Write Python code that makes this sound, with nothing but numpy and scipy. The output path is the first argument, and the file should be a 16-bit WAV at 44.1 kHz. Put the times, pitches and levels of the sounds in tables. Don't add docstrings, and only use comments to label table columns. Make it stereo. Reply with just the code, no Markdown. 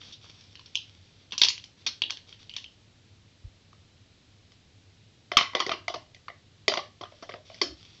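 import sys
import numpy as np
from scipy import signal
from scipy.fft import rfft, irfft
from scipy.io import wavfile
from scipy.ndimage import uniform_filter1d

SR = 44100
rng = np.random.default_rng(int(sys.argv[2]) if len(sys.argv) > 2 else 0)


def generate_wav(sig):
    pcm = np.round(np.clip(np.atleast_2d(sig).T, -1, 1) * 32767).astype(np.int16)
    wavfile.write(sys.argv[1], SR, pcm)


N = 352800


def undb(db):
    return 10 ** (np.asarray(db) / 20)


def rms(x):
    return np.sqrt(np.mean(x ** 2)) + 1e-12


def fade(t, t60):
    return np.exp(-np.log(1000) * t / t60)


def colour(x, points):
    hz, db = np.transpose(points)
    f = np.fft.rfftfreq(x.shape[-1], 1 / SR)
    gain = undb(np.interp(np.log(f + 1), np.log(hz), db))
    shaped = irfft(rfft(x) * gain, x.shape[-1])
    return shaped / rms(shaped)


def butter(x, hz, kind, order=3):
    return signal.sosfilt(signal.butter(order, hz, kind, fs=SR, output="sos"), x)


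def resonate(x, hz, q):
    return signal.lfilter(*signal.iirpeak(hz, max(q, 1), fs=SR), x)


def wander(rate_hz):
    hold = int(SR / rate_hz)
    steps = np.repeat(rng.standard_normal(N // hold + 1), hold)
    return 1.3 * uniform_filter1d(uniform_filter1d(steps, hold), hold)[:N]


def add(track, start_s, sound):
    i = max(int(start_s * SR), 0)
    track[i:i + len(sound)] += sound[:max(N - i, 0)]


# frequency in Hz, relative level in dB.
AIR_MID_EQ = [(15, -50), (25, -11.5), (49, -15.5), (103, 2), (124, -6.5), (183, -11), (288, -14),
              (357, -17), (1050, -27.5), (1150, -27), (1430, -27), (3920, -22), (7660, -33.5), (9960, -67),
              (16900, -120)]
AIR_SIDE_EQ = [(15, -54), (25, -23.5), (48, -12.5), (96, -2), (127, -18), (357, -17), (499, -21.5),
               (1430, -28.5), (2940, -26), (4420, -17.5), (7660, -27.5), (9960, -61.5), (16900, -120)]
# pitch in Hz, level in dB.
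MAINS_HUM = [(100, -69)]


def room_tone():
    t = np.arange(N) / SR
    mid = undb(-59) * colour(rng.standard_normal(N), AIR_MID_EQ)
    side = undb(-58) * colour(rng.standard_normal(N), AIR_SIDE_EQ)
    hum = np.zeros(N)
    for hz, db in MAINS_HUM:
        amplitude = np.sqrt(2) * undb(db + 0.61 * wander(2.5))
        hum += amplitude * np.sin(2 * np.pi * hz * t + 1.3 * wander(9.2))
    return (mid + hum + np.array([side, -side])) * undb([[0.25], [-0.25]])


# frequency in Hz, relative level in dB.
TAIL_EQ = [(60, -10.5), (300, 7.5), (700, -2), (1500, -1.5), (3200, -2.5), (5500, -3), (7500, -4)]


def reverb(x, tail_db, t60, low_t60, echo_s, echo_db):
    t = np.arange(SR // 2) / SR
    step = int(.25 * SR)
    window = signal.windows.cosine(2 * step)
    padded, out = np.pad(x, (step, 2 * step)), np.zeros(N)
    for start in range(0, N + step, step):
        noise = colour(rng.standard_normal(len(t)), TAIL_EQ)
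        bass = butter(noise, 300, "low") * fade(t, low_t60)
        tail = (noise * fade(t, t60) + bass) * (1 - np.exp(-t / .0025))
        echo = rng.standard_normal(len(t)) * np.exp(-((t - echo_s) / .0013) ** 2)
        response = undb(tail_db) * tail / np.linalg.norm(tail)
        response += undb(echo_db) * echo / np.linalg.norm(echo)
        wet = signal.fftconvolve(padded[start:start + 2 * step] * window, response)
        add(out, max(start - step, 0) / SR, wet[max(step - start, 0):])
    return out


# centre in seconds, level in dB, pitch in Hz, half-width in seconds.
LOW_BUMPS = [(3.454, -33, 85, .008), (3.475, -40, 54.3, 0.01), (5.368, -44, 72.6, 0.0057),
             (7.724, -48, 64.7, .04)]


def bumps():
    t = np.arange(N) / SR
    return sum(undb(db) * np.exp(-((t - s) / width) ** 2) * np.sin(2 * np.pi * hz * (t - s))
               for s, db, hz, width in LOW_BUMPS)


# start in seconds, length before release in seconds, level in dB.
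FINGER_STROKES = [(0, 0.097, -54), (0.21, 0.19, -58.5), (0.433, 0.8, -66.5), (1.771, 0.045, -59),
                  (2.268, 0.022, -54), (2.386, 0.04, -57.5), (2.528, 0.21, -71), (7.1, 0.22, -63.5),
                  (7.449, 0.22, -56.5), (7.766, 0.5, -59)]
# frequency in Hz, relative level in dB.
RUB_EQ = [(200, -2), (900, -10.5), (1700, -9), (2400, -4), (3400, 3), (4500, 1.5), (5700, 0), (7000, -16.5),
          (8000, -32)]


def fingers():
    t = np.arange(N) / SR
    attack_s, release_t60_s, catches_per_s = .0052, .3, 33
    pressure = np.zeros(N)
    for start, length, db in FINGER_STROKES:
        attack = np.clip((t - start) / attack_s, 0, 1)
        release = fade(np.maximum(t - start - length, 0), release_t60_s)
        pressure += undb(db) * attack * release
    slips = rng.standard_normal(N) * undb(3.5 * np.minimum(rng.exponential(size=N), 6))
    catches = (rng.random(N) < catches_per_s / SR) * rng.standard_normal(N) * undb(32)
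    return colour(slips + catches, RUB_EQ) * pressure * undb(2 * wander(30))


# frequency in Hz, relative level in dB.
CRACK_EQ = [(60, -26.5), (200, -14), (500, -20), (1000, -20), (1600, -6.5), (3100, 1), (4300, 8.5),
            (5800, 7.5), (6700, -6.5), (7600, -29)]
GRIP_T60_S, GRIP_CYCLES = .036, 50


def strike(modes, contact_ms, crack_t60, chatter, crack_db=7.5):
    t = np.arange(SR // 14) / SR
    hz, db, t60 = np.transpose(modes)[:, :, None]
    detune, spread, phase = rng.standard_normal((len(modes), 3)).T[:, :, None]
    t60 = np.minimum(t60, np.minimum(GRIP_T60_S, GRIP_CYCLES / hz))
    hz = hz * (1 + .035 * np.minimum(hz / 3000, 1) * detune)
    ring = np.sum(undb(db + 2 * spread) * fade(t, t60) * np.sin(2 * np.pi * (hz * t + phase)), axis=0)
    crack = colour(rng.standard_normal(len(t)), CRACK_EQ) * fade(t, crack_t60)
    age = 1000 * t / max(contact_ms, .1)
    pressure = np.exp(-age) * (1 - np.exp(-2 * age))
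    force = rng.standard_normal(len(t)) * pressure
    force *= chatter / np.linalg.norm(force)
    force[0] += 1 / (1 + contact_ms) ** 2
    body = signal.fftconvolve(force, ring + undb(crack_db) * crack)[:len(t)]
    scrape = colour(rng.standard_normal(len(t)), CRACK_EQ) * pressure
    return body + undb(crack_db + 4.5) * scrape


def balance(hit, db, thud_db, treble_db):
    thinness = np.clip((-thud_db - 20) / 16, 0, 1)
    bands_hz = (90, 1450), (1470 + 1300 * thinness, 4200), (4200, 7300)
    bands = [butter(hit, edges, "band", order=5) for edges in bands_hz]
    return sum(undb(db + trim_db) * band / rms(band[:SR // 100])
               for band, trim_db in zip(bands, (thud_db, 0, treble_db)))


# pitch in Hz, level in dB, t60 in seconds before hand damping.
CASE_RING = [(196.5, -30, 0.014), (329.2, -28.5, 0.02), (1000, -10, .016), (1630, -9, 0.0127),
             (2305, -24, .01), (2873, 7, 0.0085), (3122, 2, 0.016), (3899, -12.5, 0.024),
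             (4120, -2.5, .007), (5273, -6.5, 0.04), (5970, 1, 0.0065)]
# start in
# seconds, click level in dB, thud and treble in dB relative # to the click, contact time in ms.
CASE_HITS = [(0.0142, -48.5, -13, -13, 1.05), (0.1215, -48, -35, -2, 10.5), (0.242, -60.5, 2, -2, 1.2),
             (0.554, -47, -20, -7.5, 0.28), (0.5924, -50.5, -9, -7.5, 2.3), (0.6573, -53, -17, 0.5, 2.9),
             (0.7477, -50, -30, -1, 0.51), (0.7538, -24.5, -31.5, -9, 0.37), (1.308, -53.5, -23, -5.5, 1.1),
             (1.321, -35, -17.5, -8.5, 0.78), (1.3278, -41, -6.5, -7, 4.8), (1.3782, -30.5, -21, 3, 0.9),
             (1.4156, -14, -21, -6.5, 1.34), (1.4322, -21, -30.5, -1.5, 2.6), (1.4456, -28.5, -14, 5, 2.5),
             (1.4837, -24.5, -22, 1.5, 1.55), (1.5786, -42.5, -21, -9, 0.2), (1.639, -48, -22, 1.5, 1.1),
             (1.8632, -27, -17, -0.5, 6.6), (2.0188, -21.5, -21.5, -17.5, .36),
             (2.098, -40, -15.5, -10, 0.39), (2.105, -33, -14, -1, 0.65), (2.1707, -44.5, -21, -7, 0.68),
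             (2.3253, -48, -18.5, -15, 1.8), (2.4945, -41.5, -28, -11.5, 0.4),
             (2.5377, -42.5, -26.5, -13, 0.13), (2.5639, -33.5, -21, -4, 1.2),
             (2.6417, -42, -29.5, -14, 0.33)]


def storage_case():
    out = np.zeros(N)
    for start, db, thud_db, treble_db, contact_ms in CASE_HITS:
        click_hz = 3646 * 2 ** (treble_db / 57)
        hit = strike(CASE_RING, contact_ms, crack_t60=.008, chatter=.8)
        hit = hit + resonate(hit, click_hz, q=5)
        add(out, start, balance(hit, db, thud_db, treble_db))
    return out


# pitch in Hz, level in dB, t60 in seconds before hand damping.
SHELL_RING = [(378, -8.5, 0.05), (452, -13.5, 0.06), (602, -4.5, 0.034), (692, -4.5, 0.045),
              (1116, -9, 0.025), (1160, 6, 0.0087), (2010, 4.5, 0.016), (2320, -2, .016), (2972, 2, 0.12),
              (3100, 10, .015), (4920, 0, 0.011), (5130, -6.5, .008), (5680, -16, .008)]


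def shell_hit(db, thud_db, treble_db, contact_ms, knock_hz):
    click_hz = 3900 * 2 ** (treble_db / 20)
    hit = strike(SHELL_RING, contact_ms, crack_t60=.016, chatter=.6)
    hit = hit + 0.42 * resonate(hit, click_hz, q=6) + 2.9 * resonate(hit, knock_hz, q=3.5)
    return balance(hit, db, thud_db, treble_db)


# start in seconds, click level in dB, treble in dB
# relative to the click, contact time in ms, knock pitch in Hz.
BATTERY_KNOCKS = [(3.7292, -67.5, 1, 0.81, 1250), (5.316, -33, -12.5, 1.4, 703),
                  (5.3689, -11.5, -8.5, 1.43, 1180), (5.4099, -27.5, -13, 1.2, 1200),
                  (5.5325, -52, -8, 2.4, 650), (5.5492, -26, -9, 2.1, 715),
                  (5.6003, -26.5, -5.5, 3.7, 1050), (5.6634, -36.5, -1.5, 1.56, 433),
                  (5.6927, -33, -11, 0.95, 680), (5.714, -30, -10.5, 4.8, 1250),
                  (5.88, -31.5, -6.5, 1.46, 726), (5.939, -38.5, -4.5, 4.2, 700),
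                  (6.282, -43.5, -17, 0.69, 1252), (6.6798, -22, -2, 0.69, 429),
                  (6.7159, -36, -11, 6.9, 620), (6.7376, -33.5, -2, 1.15, 1180),
                  (6.771, -31, -7.5, 3.2, 652), (7.0096, -47, -4, 3, 660), (7.0343, -45, -14, 1.7, 1200),
                  (7.1199, -63, -11.5, 2.1, 580), (7.223, -51.5, 1.5, 5.6, 614),
                  (7.2909, -46, -9, 3.9, 597), (7.3384, -48, -12.5, 1.4, 610),
                  (7.498, -55.5, -11, 1.8, 637), (7.6136, -27, 4, 3.4, 318)]
# start in seconds, click level in dB, treble in dB
CONTACT_TICKS = [(4.5187, -60, -2.5), (5.594, -39, -4), (6.1457, -53, -3.5), (7.3195, -47, -17),
                 (7.543, -51, -0.5)]
HOLLOW_HZ, HOLLOW_OCTAVES, HOLLOW_DB = 574, .31, 4.5


def battery_bay():
    out = np.zeros(N)
    for start, db, treble_db, contact_ms, knock_hz in BATTERY_KNOCKS:
        softness_db = -33.5 - db
        hollow = np.exp(-(np.log2(knock_hz / HOLLOW_HZ) / HOLLOW_OCTAVES) ** 2)
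        thud_db = .2632 * softness_db + HOLLOW_DB * hollow
        add(out, start, shell_hit(db, thud_db, treble_db, contact_ms, knock_hz))
    for start, db, treble_db in CONTACT_TICKS:
        add(out, start, shell_hit(db, thud_db=-9.5, treble_db=treble_db, contact_ms=1, knock_hz=580))
    return out


def handling():
    return storage_case() + battery_bay() + fingers()


def widen(left, right):
    pair = np.array([left, right])
    low = butter(pair, 3800, "low", order=5)
    high = butter(pair, 3800, "high", order=5) * np.array([[undb(4.0)], [-undb(-0.5)]])
    bass = butter(left + right, 500, "low", order=1)
    late_bass = np.pad(bass, (int(.003 * SR), 0))[:N]
    return low + high + 0.4 * np.array([late_bass, -late_bass])


def scene():
    direct = handling()
    reflection = np.pad(butter(direct, 900, "high", order=1), (40, 0))[:N]
    room = reverb(handling(), tail_db=-8.5, t60=.29, low_t60=.098, echo_s=.018, echo_db=-7)
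    left_wall = reverb(handling(), tail_db=-4, t60=.25, low_t60=.35, echo_s=.0055, echo_db=-7)
    left_wall = butter(left_wall, 1500, "high", order=1)
    left = 0.92 * direct + 1.01 * reflection + room + left_wall
    right = 1.25 * direct + room
    return widen(left, right) + bumps() + room_tone()


def record(dry):
    clipped = np.clip(dry, -.92, .92)
    return signal.sosfilt(signal.ellip(8, .2, 70, 7800, fs=SR, output="sos"), clipped)


dry = scene()
out = record(dry)
generate_wav(out)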